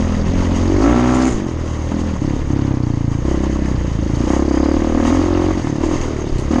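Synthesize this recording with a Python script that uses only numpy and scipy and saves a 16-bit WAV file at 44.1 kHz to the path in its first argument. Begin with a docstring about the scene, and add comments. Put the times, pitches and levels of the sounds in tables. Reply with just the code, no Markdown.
"""A rough bush trail, heard from the helmet of a rider on a four-stroke single-cylinder dirt bike.
Each firing booms and barks in the exhaust, cracks under load and thuds at low revs; the airbox drones,
and howls at full throttle. Valve gear and chain clatter, heavy firings and jolts knock dully,
shrubs swish past, tyres run through dry leaves and wind buffets the microphone."""
import sys
import numpy as np
from scipy import signal
from scipy.fft import rfft, irfft
from scipy.io import wavfile
from scipy.ndimage import uniform_filter1d

SR = 44100
rng = np.random.default_rng(int(sys.argv[2]) if len(sys.argv) > 2 else 0)


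def unload_audio(sound):
    """Save the sound as a 16-bit wav file, at the path given as the first command line argument."""
    columns = np.transpose(np.atleast_2d(sound))
    # keep every value between -1 and 1, then stretch to whole-number steps
    steps = np.round(np.clip(columns, -1, 1) * 32767)
    wavfile.write(sys.argv[1], SR, steps.astype(np.int16))


N = 291060
TIME = np.arange(N) / SR
FFT_SIZE = 2 ** 14
FREQ_HZ = np.maximum(np.arange(FFT_SIZE // 2 + 1) * SR / FFT_SIZE, 1)
REF_FIRING_HZ = 37  # reference for rev-dependent levels and tuning
WRIST_S = 0.0081  # throttle travel time

# throttle twists, shut in between: (start [s], end [s], first opening [0-1], last opening [0-1],
# extra bark [dB], extra crack [dB], extra boom [dB], airbox level [dB], airbox pitch [Hz])
TWISTS = [(0, 0.157, 0.55, 0.49, -2.5, 5.5, 4, -28, 204), (0.167, 0.3, 0.31, 0.3, -6, 8, 2.5, -22, 182),
          (0.299, .6, 0.4, 0.45, 1.5, 5.5, 3.5, -30, 189),
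          (0.6, 0.705, 0.32, 0.58, 0.5, 7.5, 4.5, -31, 223),
          (0.683, 0.81, 0.29, 0.41, 5.5, 14.5, 5, -30, 287),
          (0.809, 0.939, 0.87, 1, -1, 0.5, 8, -14, 272.5),
          (0.94, 1.296, 0.97, 0.91, -1, -1.5, -1, -18, 252),
          (1.32, 1.517, 0.13, 0.17, 3.5, 4, -1, -33, 214),
          (1.907, 2.166, 0.6, 0.26, -2.5, 3, -0.5, -28.5, 194),
          (2.202, 2.367, .21, 0.21, 5, 3.5, -4, -33, 158), (2.5, 3.2, 0.28, 0.04, 4.5, 6.5, -8, -40, 132),
          (3.247, 3.371, 0.57, 0.65, -1, -3.5, 3, -30.5, 165),
          (3.376, 3.739, 0.44, 0.29, 1.5, 0, 0, -27, 183),
          (3.759, 3.913, 0.37, 0.33, -5, -7, 0.5, -30, 164),
          (3.985, 4.115, 0.42, 0.35, 0, -3, -0.5, -30, 181),
          (4.11, 4.193, 0.3, 0.3, -0.5, -7, -1, -36, 167), (4.192, 4.268, 0.5, 0.4, 1, -1, 1, -30, 235),
          (4.273, 4.437, 0.88, 0.61, 1, 1.5, 3.5, -36, 246), (4.45, 4.508, 0.46, 0.7, 1, -2, 1.5, -47, 249),
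          (4.496, 4.796, 0.64, 0.64, 1, 3, 3.5, -25, 285),
          (4.799, 4.945, 0.48, 0.33, 3.5, 17.5, -2, -39, 242),
          (4.945, 5.024, 0.61, 0.62, 0, 7, 2.5, -19, 260),
          (5.026, 5.104, 0.94, 0.84, -3.5, -0.5, 5, -16.5, 256),
          (5.106, 5.22, 0.9, 0.6, -4, 1.5, 5, -15.5, 282),
          (5.214, 5.525, 0.66, 0.85, -1.5, -1.5, 4.5, -27.5, 330),
          (5.531, 5.6, 0.36, 0.68, -0.5, 1, -0.5, -29, 209),
          (5.632, 5.802, 0.17, 0.12, 6, 7.5, -16, -28.5, 145.4),
          (5.809, 5.958, 0.46, 0.43, 1, 7, -2.5, -28, 319), (5.958, 6.447, 0.13, 0.12, 2, -3, 9, -48, 237),
          (6.509, 6.604, 0.83, 0.96, 1, -0.5, 3, -21.5, 245)]


def exhaust(times, opening, firing_hz, pipe_ref_hz=285, labour_hz=36, labour_db_per_hz=1.03):
    """Firings thud and boom as the gas swings, bark in the pipe, ring the silencer, crack at the outlet."""
    # load response: (opening [0-1], bark [dB], crack [dB], boom [dB], thud [dB], silencer [dB])
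    load_levels = [(0, -29.5, -55.5, -22, -24.5, -38.5), (.12, -27.5, -47, -35.5, -25.5, -66),
                   (.26, -22.5, -42, -24, -17, -46.5), (.35, -22, -49, -19, -32.5, -34),
                   (.5, -18.5, -43.5, -21, -24.5, -34.5), (.65, -15.5, -29, -23, -26.5, -34.5),
                   (.82, -15, -27.5, -23, -50.5, -36.5), (.94, -17, -21, -25, -18, -73.5)]
    # resonances: (centre [Hz], width [Hz], level [dB])
    thud_modes = [(84.2, 78, -2), (120.8, 59.7, 2.5)]
    bark_modes = [(173.6, 92, -1), (249, 71, 2.5), (325.4, 98, 6), (565, 140, -8)]
    boom_modes = [(69.8, 39.7, 0)]
    silencer_modes = [(529, 115, 1)]
    # pipe pitch, shifting with gas heat and flow: (time [s], pitch [Hz])
    pipe_pitch = [(.15, 210.6), (.6, 235.5), (.72, 308), (1.7, 273), (2.1, 233), (2.25, 260.5),
                  (3.15, 252.5), (3.3, 288), (3.7, 254), (4.55, 282.7), (4.95, 277), (5.45, 294),
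                  (5.65, 259), (6.2, 328), (6.55, 266)]
    # firings that fail to catch: (time [s])
    misfires = [2.18, 3.215, 3.93, 3.965]
    # uneven bangs: (time [s], extra crack [dB])
    bangs = [(0.849, 6), (0.867, 4), (4.766, -0.5), (4.845, 1), (4.947, 1), (5.052, 0.5), (5.100, 5),
             (5.282, 2), (5.374, 3), (5.672, 10), (5.836, 6), (5.913, 9), (6.531, -4)]

    bark_db, crack_db, boom_db, thud_db, silencer_db = curves(load_levels, opening)
    missed = sum(bell(at_s, 0.018) for at_s in misfires)
    thud_db += labour_db_per_hz * np.maximum(labour_hz - firing_hz, 0) - 5 * missed
    bark_db += per_twist(column=4, shut=0) - 18 * missed
    crack_db += per_twist(column=5, shut=0) + sum(db * bell(at_s, 0.0053) for at_s, db in bangs)
    boom_db += per_twist(column=6, shut=0)
    pipe_tuning = curves(pipe_pitch)[0] / pipe_ref_hz

    thud = puffs(times, thud_modes, lag_s=-0.0016, scatter_db=1.9, gas_mix=0.029, gas_s=0.007)
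    bark = puffs(times, bark_modes, lag_s=-0.0005, scatter_db=0.8, gas_mix=0.1, gas_s=0.008,
                 tuning=pipe_tuning)
    boom = puffs(times, boom_modes, lag_s=-0.0012, scatter_db=1.5, gas_mix=0.016, gas_s=0.0035)
    silencer = puffs(times, silencer_modes, lag_s=-0.00047, scatter_db=2.5, gas_mix=0.1, gas_s=0.0076)
    body = boom * undb(boom_db) + thud * undb(thud_db) + bark * undb(bark_db)
    return body + silencer * undb(silencer_db) + outlet(times, firing_hz) * undb(crack_db)


def outlet(times, firing_hz, echo_s=0.005044, echo_db=-7.5, slap_db=-4, shock_db=-9, spit_db=-11.5):
    """Each pulse cracks and slaps out behind a steep front, echoes once in the pipe and spits gas."""
    # resonances: (centre [Hz], width [Hz], level [dB])
    crack_modes = [(522, 102, 6), (653, 200, -1), (920, 280, -8), (1032, 100, -1.5), (1203, 71, 3),
                   (1750, 2200, -21)]
    spit_modes = [(1620, 510, 3), (2146, 330, -2)]
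    slap_modes, shock_modes = [(400, 560, 0)], [(780, 560, 0)]

    rev_ratio = firing_hz / REF_FIRING_HZ
    # open end reflects inverted; sooner at high revs (hotter gas)
    echoes = times + echo_s / np.interp(times, TIME, rev_ratio) ** 0.11
    pulses = np.r_[times, echoes]
    gains = np.repeat([1, -undb(echo_db)], len(times))
    tuning = rev_ratio ** 0.14 * (1 + 0.015 * drift(rate_hz=4.5))
    crack = puffs(pulses, crack_modes, lag_s=-0.0002, scatter_db=0.8, gas_mix=0.11, gas_s=0.005,
                  tuning=tuning, gains=gains)
    slap = puffs(pulses, slap_modes, lag_s=-0.0003, scatter_db=0.9, gas_mix=0.05, gas_s=0.003,
                 gains=gains)
    shock = puffs(times, shock_modes, scatter_db=1.2, gas_mix=0.08, gas_s=0.002)
    spit = puffs(times, spit_modes, scatter_db=1.5, gas_mix=2, gas_s=0.007)
    return crack + slap * undb(slap_db) + shock * undb(shock_db) + spit * undb(spit_db)


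def airbox(times, ref_hz=250, width_hz=45, lead_s=0.00833):
    """Each intake stroke rings the airbox just ahead of the exhaust pulse."""
    level_db, pitch_hz = per_twist(column=7, shut=-60), per_twist(column=8, shut=200)
    howl = puffs(times, [(ref_hz, width_hz, 0)], lag_s=-lead_s, scatter_db=1.7, gas_mix=0.033,
                 gas_s=0.008, tuning=pitch_hz / ref_hz)
    return howl * undb(level_db)


def intake_rasp(times, opening, firing_hz, open_db=-80.5, shut_db=-23.5, db_per_octave=12.5):
    """A very faint, brighter inlet pulse ahead of each firing, growing with revs and throttle."""
    # inlet resonances: (centre [Hz], width [Hz], level [dB])
    inlet_modes = [(425, 60, 1), (715, 130, 3.5), (940, 100, 0), (1110, 110, -0.5), (1290, 80, -5.5)]
    cycle = np.arange(len(times))
    strokes = np.interp(cycle[1:] - 0.37, cycle, times)
    rasp = puffs(strokes, inlet_modes, scatter_db=0.7, gas_mix=0.08, gas_s=0.004)
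    return rasp * undb(open_db + shut_db * (1 - opening) + db_per_octave * rev_octaves(firing_hz))


def firing_times(firing_hz, jitter_s=18e-6):
    """One firing per two crank turns, slightly jittered."""
    cycles = np.cumsum(firing_hz) / SR
    times = np.interp(np.arange(int(cycles[-1]) + 1) + 0.045, cycles, TIME)
    return times + jitter_s * rng.standard_normal(len(times))


def throttle():
    """Opening, 0-1: each twist snaps open, ramps to its last position and lets go."""
    opening = np.zeros(N)
    for start_s, end_s, first, last, *_ in TWISTS:
        active = (TIME >= start_s) & (TIME < end_s)
        opening[active] = np.interp(TIME[active], [start_s, end_s], [first, last])
    return smooth(opening, WRIST_S)


def per_twist(column, shut):
    """One column of TWISTS, held through each twist; `shut` in between."""
    held = np.full(N, float(shut))
    for row in TWISTS:
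        held[(TIME >= row[0]) & (TIME < row[1])] = row[column]
    return smooth(held, WRIST_S)


def clatter(times, opening, firing_hz, valve_db=-10, loose_db=-5, whirr_db=-3, db_per_octave=4):
    """Valves tap at fixed cycle phases, gears whirr, chain and loose parts tick in each resonance."""
    # clatter resonances, with the microphone housing's ring near 6.4 kHz:
    # (centre [Hz], width [Hz], level [dB])
    clatter_modes = [(998, 625, 9.5), (1880, 790, 4), (2720, 1200, -1.5), (3645, 510, -5.5),
                     (4650, 1750, -4), (5580, 550, -8.5), (6383, 550, 1), (7580, 1240, -30)]
    cycle = np.arange(len(times))
    tap_times = np.concatenate([np.interp(cycle + phase, cycle, times) for phase in (0.02, 0.2, 0.76)])
    taps = clicks(tap_times, undb(3.5 * rng.standard_normal(len(tap_times))))
    valves = undb(valve_db) * unit_rms(decay(taps, 0.0031) * noise())
    gears = undb(whirr_db + 3.6 * drift(rate_hz=25)) * noise()
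    ringing = np.zeros(N)
    for mode in clatter_modes:
        loose = undb(loose_db) * ticks(count=1800, spread_db=0.5, decay_s=0.0052)
        ringing += resonate(valves + gears + loose, [mode])
    level_db = -35.5 + db_per_octave * rev_octaves(firing_hz) + 4 * opening
    return unit_rms(ringing) * undb(level_db)


def knocks():
    """Dull knocks of heavy firings and jolts, brief metallic chinks near 2.7 kHz, twigs on the helmet."""
    # bursts: (time [s], level [dB])
    dull_knocks = [(0.367, -20), (0.517, -20), (1.918, -19), (2.715, -23), (5.836, -16), (5.945, -22),
                   (6.018, -26)]
    metallic_chinks = [(2.345, -52), (4.085, -51), (5.833, -31.5), (5.879, -40), (5.945, -34), (5.966, -34),
                       (6.012, -27)]
    twig_flicks = [(6.383, -31.5), (6.395, -31), (6.410, -37)]
    # resonances: (centre [Hz], width [Hz], level [dB])
    knock_modes = [(320, 630, 14), (920, 140, 4.5), (1880, 360, -27)]
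    chink_modes = [(1870, 350, -5), (2090, 340, -5), (2660, 110, 2), (4930, 1200, -15), (6450, 960, -8)]
    # twig snap: (frequency [Hz], density [dB])
    snap_spectrum = [(1500, -3), (4200, -3), (7000, -2), (9500, -7), (13000, -12)]
    dull = bursts(dull_knocks, decay_s=0.0095) * unit_rms(resonate(noise(), knock_modes))
    chinks = bursts(metallic_chinks, decay_s=0.015) * unit_rms(resonate(noise(), chink_modes))
    twigs = bursts(twig_flicks, decay_s=0.0052) * unit_rms(equalise(noise(), snap_spectrum))
    return dull + chinks + twigs


def drive_ring(width_hz=380):
    """Chain and sprockets swell into a narrow ring and fade."""
    # rings: (time [s], half length [s], centre [Hz], level [dB])
    rings = [(3.5, 0.3, 1780, -46), (3.896, 0.22, 3140, -54), (4.623, 0.16, 4850, -43.5),
             (4.805, 0.046, 3100, -55)]
    return sum(undb(db) * bell(at_s, half_s) * unit_rms(resonate(noise(), [(hz, width_hz, 0)]))
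               for at_s, half_s, hz, db in rings)


def shrubs():
    """Leaves and twigs swish along the bike as dense ticks."""
    # brushes: (time [s], half length [s], level [dB])
    brushes = [(1.157, 0.017, -27), (1.277, 0.075, -26.5), (5.856, 0.02, -34)]
    # leaf swish: (frequency [Hz], density [dB])
    leaf_spectrum = [(500, 3.5), (2000, -4), (5000, -15), (7000, -1), (8000, -15), (9500, -15.5),
                     (11000, -27), (13500, -40)]
    crackle = ticks(count=9000, spread_db=2.5, decay_s=0.001)
    return swells(brushes) * unit_rms(equalise(crackle, leaf_spectrum))


def tyres(firing_hz, level_db=-30, db_per_octave=6):
    """Tyres rumble through leaf litter, louder with the revs."""
    # tyres and rushing air: (frequency [Hz], density [dB])
    rush_spectrum = [(40, -27.5), (100, -7.5), (200, 14), (400, 9.5), (600, 6), (1100, -18), (1500, -9.5),
                     (3000, -25.5), (12000, -80)]
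    rush = equalise(noise() * undb(0.5 * drift(rate_hz=22)), rush_spectrum)
    return unit_rms(rush) * undb(level_db + db_per_octave * rev_octaves(firing_hz))


def wind(steady_db=-33):
    """Air buffets the helmet, swelling in gusts."""
    # wind pressure: (frequency [Hz], density [dB])
    buffet_spectrum = [(5, -20), (16, 14.5), (28, 25.5), (45, -9.5), (80, 1.5), (200, -45), (1000, -118.5)]
    # gusts: (time [s], half length [s], level [dB])
    gusts = [(.1, 0.2, -28), (.42, 0.16, -22.5), (0.8, 0.091, -38), (1.355, 0.013, -20),
             (1.604, 0.044, -41), (2.354, 0.16, -28), (3.5, 0.96, -33), (4.897, 0.16, -26),
             (5.96, 0.11, -22), (6.347, 0.081, -18)]
    return hold_rms(equalise(noise(), buffet_spectrum)) * (undb(steady_db) + swells(gusts))


def puffs(times, modes, scatter_db, gas_mix, gas_s, lag_s=0, tuning=1, gains=1):
    """Each pulse rings the modes, pitch scaled by `tuning`, and trails turbulent gas; rms held at 1."""
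    impulse = modal_impulse(modes)
    sizes = gains * undb(scatter_db * rng.standard_normal(len(times)))
    speeds = np.interp(times, TIME, tuning * np.ones(N))
    tone = np.zeros(N)
    for start, size, speed in zip(times * SR, sizes, speeds):
        span = np.arange(max(int(start) - 900, 0), min(int(start) + 3600, N))
        position = (span - start) * speed - lag_s * SR
        tone[span] += size * np.interp(position, np.arange(FFT_SIZE), impulse, left=0)
    gas_envelope = decay(clicks(times + lag_s, np.abs(sizes)), gas_s)
    gas = resonate(gas_envelope * noise(), modes)
    return hold_rms(unit_rms(tone) + gas_mix * unit_rms(gas))


def ticks(count, spread_db, decay_s):
    """Noise ticks at random times, a few harder than the rest."""
    when, chance = rng.random((count, 2)).T
    sizes = undb(-spread_db * np.log(chance.clip(0.006)))
    return unit_rms(decay(clicks(when * TIME[-1], sizes), decay_s) * noise())


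def bursts(table, decay_s, attack_s=0.001):
    """Envelope of bursts: fast rise, exponential fall."""
    times, db = np.transpose(table)
    return smooth(decay(clicks(times, undb(db)), decay_s), attack_s)


def swells(table):
    """Envelope of Gaussian swells."""
    return sum(undb(db) * bell(at_s, half_s) for at_s, half_s, db in table)


def resonate(x, modes):
    """Filter through resonances."""
    return signal.oaconvolve(x, modal_impulse(modes))[:N]


def equalise(x, spectrum):
    """Filter by a broad spectrum, interpolated in log frequency."""
    hz, db = np.transpose(spectrum)
    gain = undb(np.interp(np.log(FREQ_HZ), np.log(hz), db))
    return signal.oaconvolve(x, minimum_phase(gain))[:N]


def modal_impulse(modes):
    """Impulse response of steep-sided resonances."""
    power = sum((undb(db) / (1 + ((FREQ_HZ / hz - hz / FREQ_HZ) * hz / width_hz) ** 2)) ** 2
                for hz, width_hz, db in modes)
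    return minimum_phase(np.sqrt(power) + 1e-6)


def minimum_phase(gain):
    """Causal impulse response with the given gain per frequency."""
    cepstrum = irfft(np.log(gain))
    cepstrum[1:FFT_SIZE // 2] *= 2
    cepstrum[FFT_SIZE // 2 + 1:] = 0
    return irfft(np.exp(rfft(cepstrum)))


def clicks(times, sizes):
    """One-sample impulses."""
    inside = (times >= 0) & (times < TIME[-1])
    return np.bincount((times[inside] * SR).astype(int), sizes[inside], N)


def decay(x, decay_s):
    """Exponential tail on each impulse."""
    return signal.lfilter([1], [1, -np.exp(-1 / (decay_s * SR))], x)


def curves(table, at=TIME):
    """Later columns interpolated against the first."""
    steps, *columns = np.transpose(table)
    return [np.interp(at, steps, column) for column in columns]


def drift(rate_hz):
    """Random values joined by lines."""
    return np.interp(TIME * rate_hz, np.arange(1024), rng.standard_normal(1024))


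def hold_rms(x, window_samples=5000):
    """Hold short-term rms at 1."""
    power = uniform_filter1d(uniform_filter1d(x ** 2, window_samples), window_samples)
    return x / np.sqrt(np.maximum(power, 1e-18))


def unit_rms(x):
    return x / np.sqrt(np.mean(x ** 2))


def smooth(x, window_s):
    return uniform_filter1d(x, int(window_s * SR))


def bell(at_s, half_s):
    return np.exp(-((TIME - at_s) / half_s) ** 2)


def rev_octaves(firing_hz):
    return np.log2(firing_hz / REF_FIRING_HZ)


def undb(db):
    return 10 ** (np.asarray(db) / 20)


def noise():
    return rng.standard_normal(N)


def scene():
    """Throttle and revs drive engine and running gear; knocks, shrubs and wind add on. Mono."""
    # engine speed: (time [s], firing rate [Hz])
    revs = [(0.0, 42.71), (0.21, 39.93), (0.35, 45.11), (0.58, 42.63), (0.76, 47.97), (0.9, 59.64),
            (1.25, 64.77), (1.3, 62.48), (1.38, 53.07), (1.45, 43.6), (1.5, 40.96), (1.81, 38.37),
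            (2.04, 42.65), (2.27, 32.87), (2.42, 38.06), (2.47, 33.6), (2.63, 34.56), (2.95, 28.21),
            (3.18, 27.79), (3.24, 32.78), (3.73, 32.07), (3.86, 28.47), (3.95, 27.05), (4.12, 27.44),
            (4.36, 33.32), (4.45, 35.55), (4.51, 31.9), (4.72, 37.18), (4.9, 39.15), (5.07, 38.52),
            (5.13, 44.43), (5.35, 44.13), (5.56, 45.55), (5.74, 33.32), (5.8, 38.92), (5.85, 36.46),
            (5.92, 44.03), (6.15, 36.44), (6.25, 37.99), (6.31, 34.58), (6.36, 29.3), (6.6, 42.55)]
    # ground roughness, acting on clatter and tyres: (time [s], gain [dB])
    roughness = [(0, 1.5), (.75, 3), (1.2, 0.5), (1.55, -2), (2.6, 0), (2.95, -3), (3.4, 0.5), (5.2, 1),
                 (5.78, 1), (6.02, 2), (6.45, 0.5)]
    firing_hz, ground_db = curves(revs)[0], curves(roughness)[0]
    times, opening = firing_times(firing_hz), throttle()
    engine = exhaust(times, opening, firing_hz) + airbox(times) + intake_rasp(times, opening, firing_hz)
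    running = (clatter(times, opening, firing_hz) + tyres(firing_hz)) * undb(ground_db)
    return (engine + running + knocks() + drive_ring() + shrubs() + wind())[None]


def record(dry, ceiling=0.68, housing_hz=9000, cutoff_hz=13400):
    """Helmet microphone: peaks rounded, treble dulled by the housing, top cut."""
    rounded = ceiling * np.tanh(dry / ceiling)
    dulled = signal.sosfilt(signal.butter(4, housing_hz, fs=SR, output="sos"), rounded)
    return signal.sosfilt(signal.ellip(8, 0.2, 70, cutoff_hz, fs=SR, output="sos"), dulled)


dry = scene()
out = record(dry)
unload_audio(out)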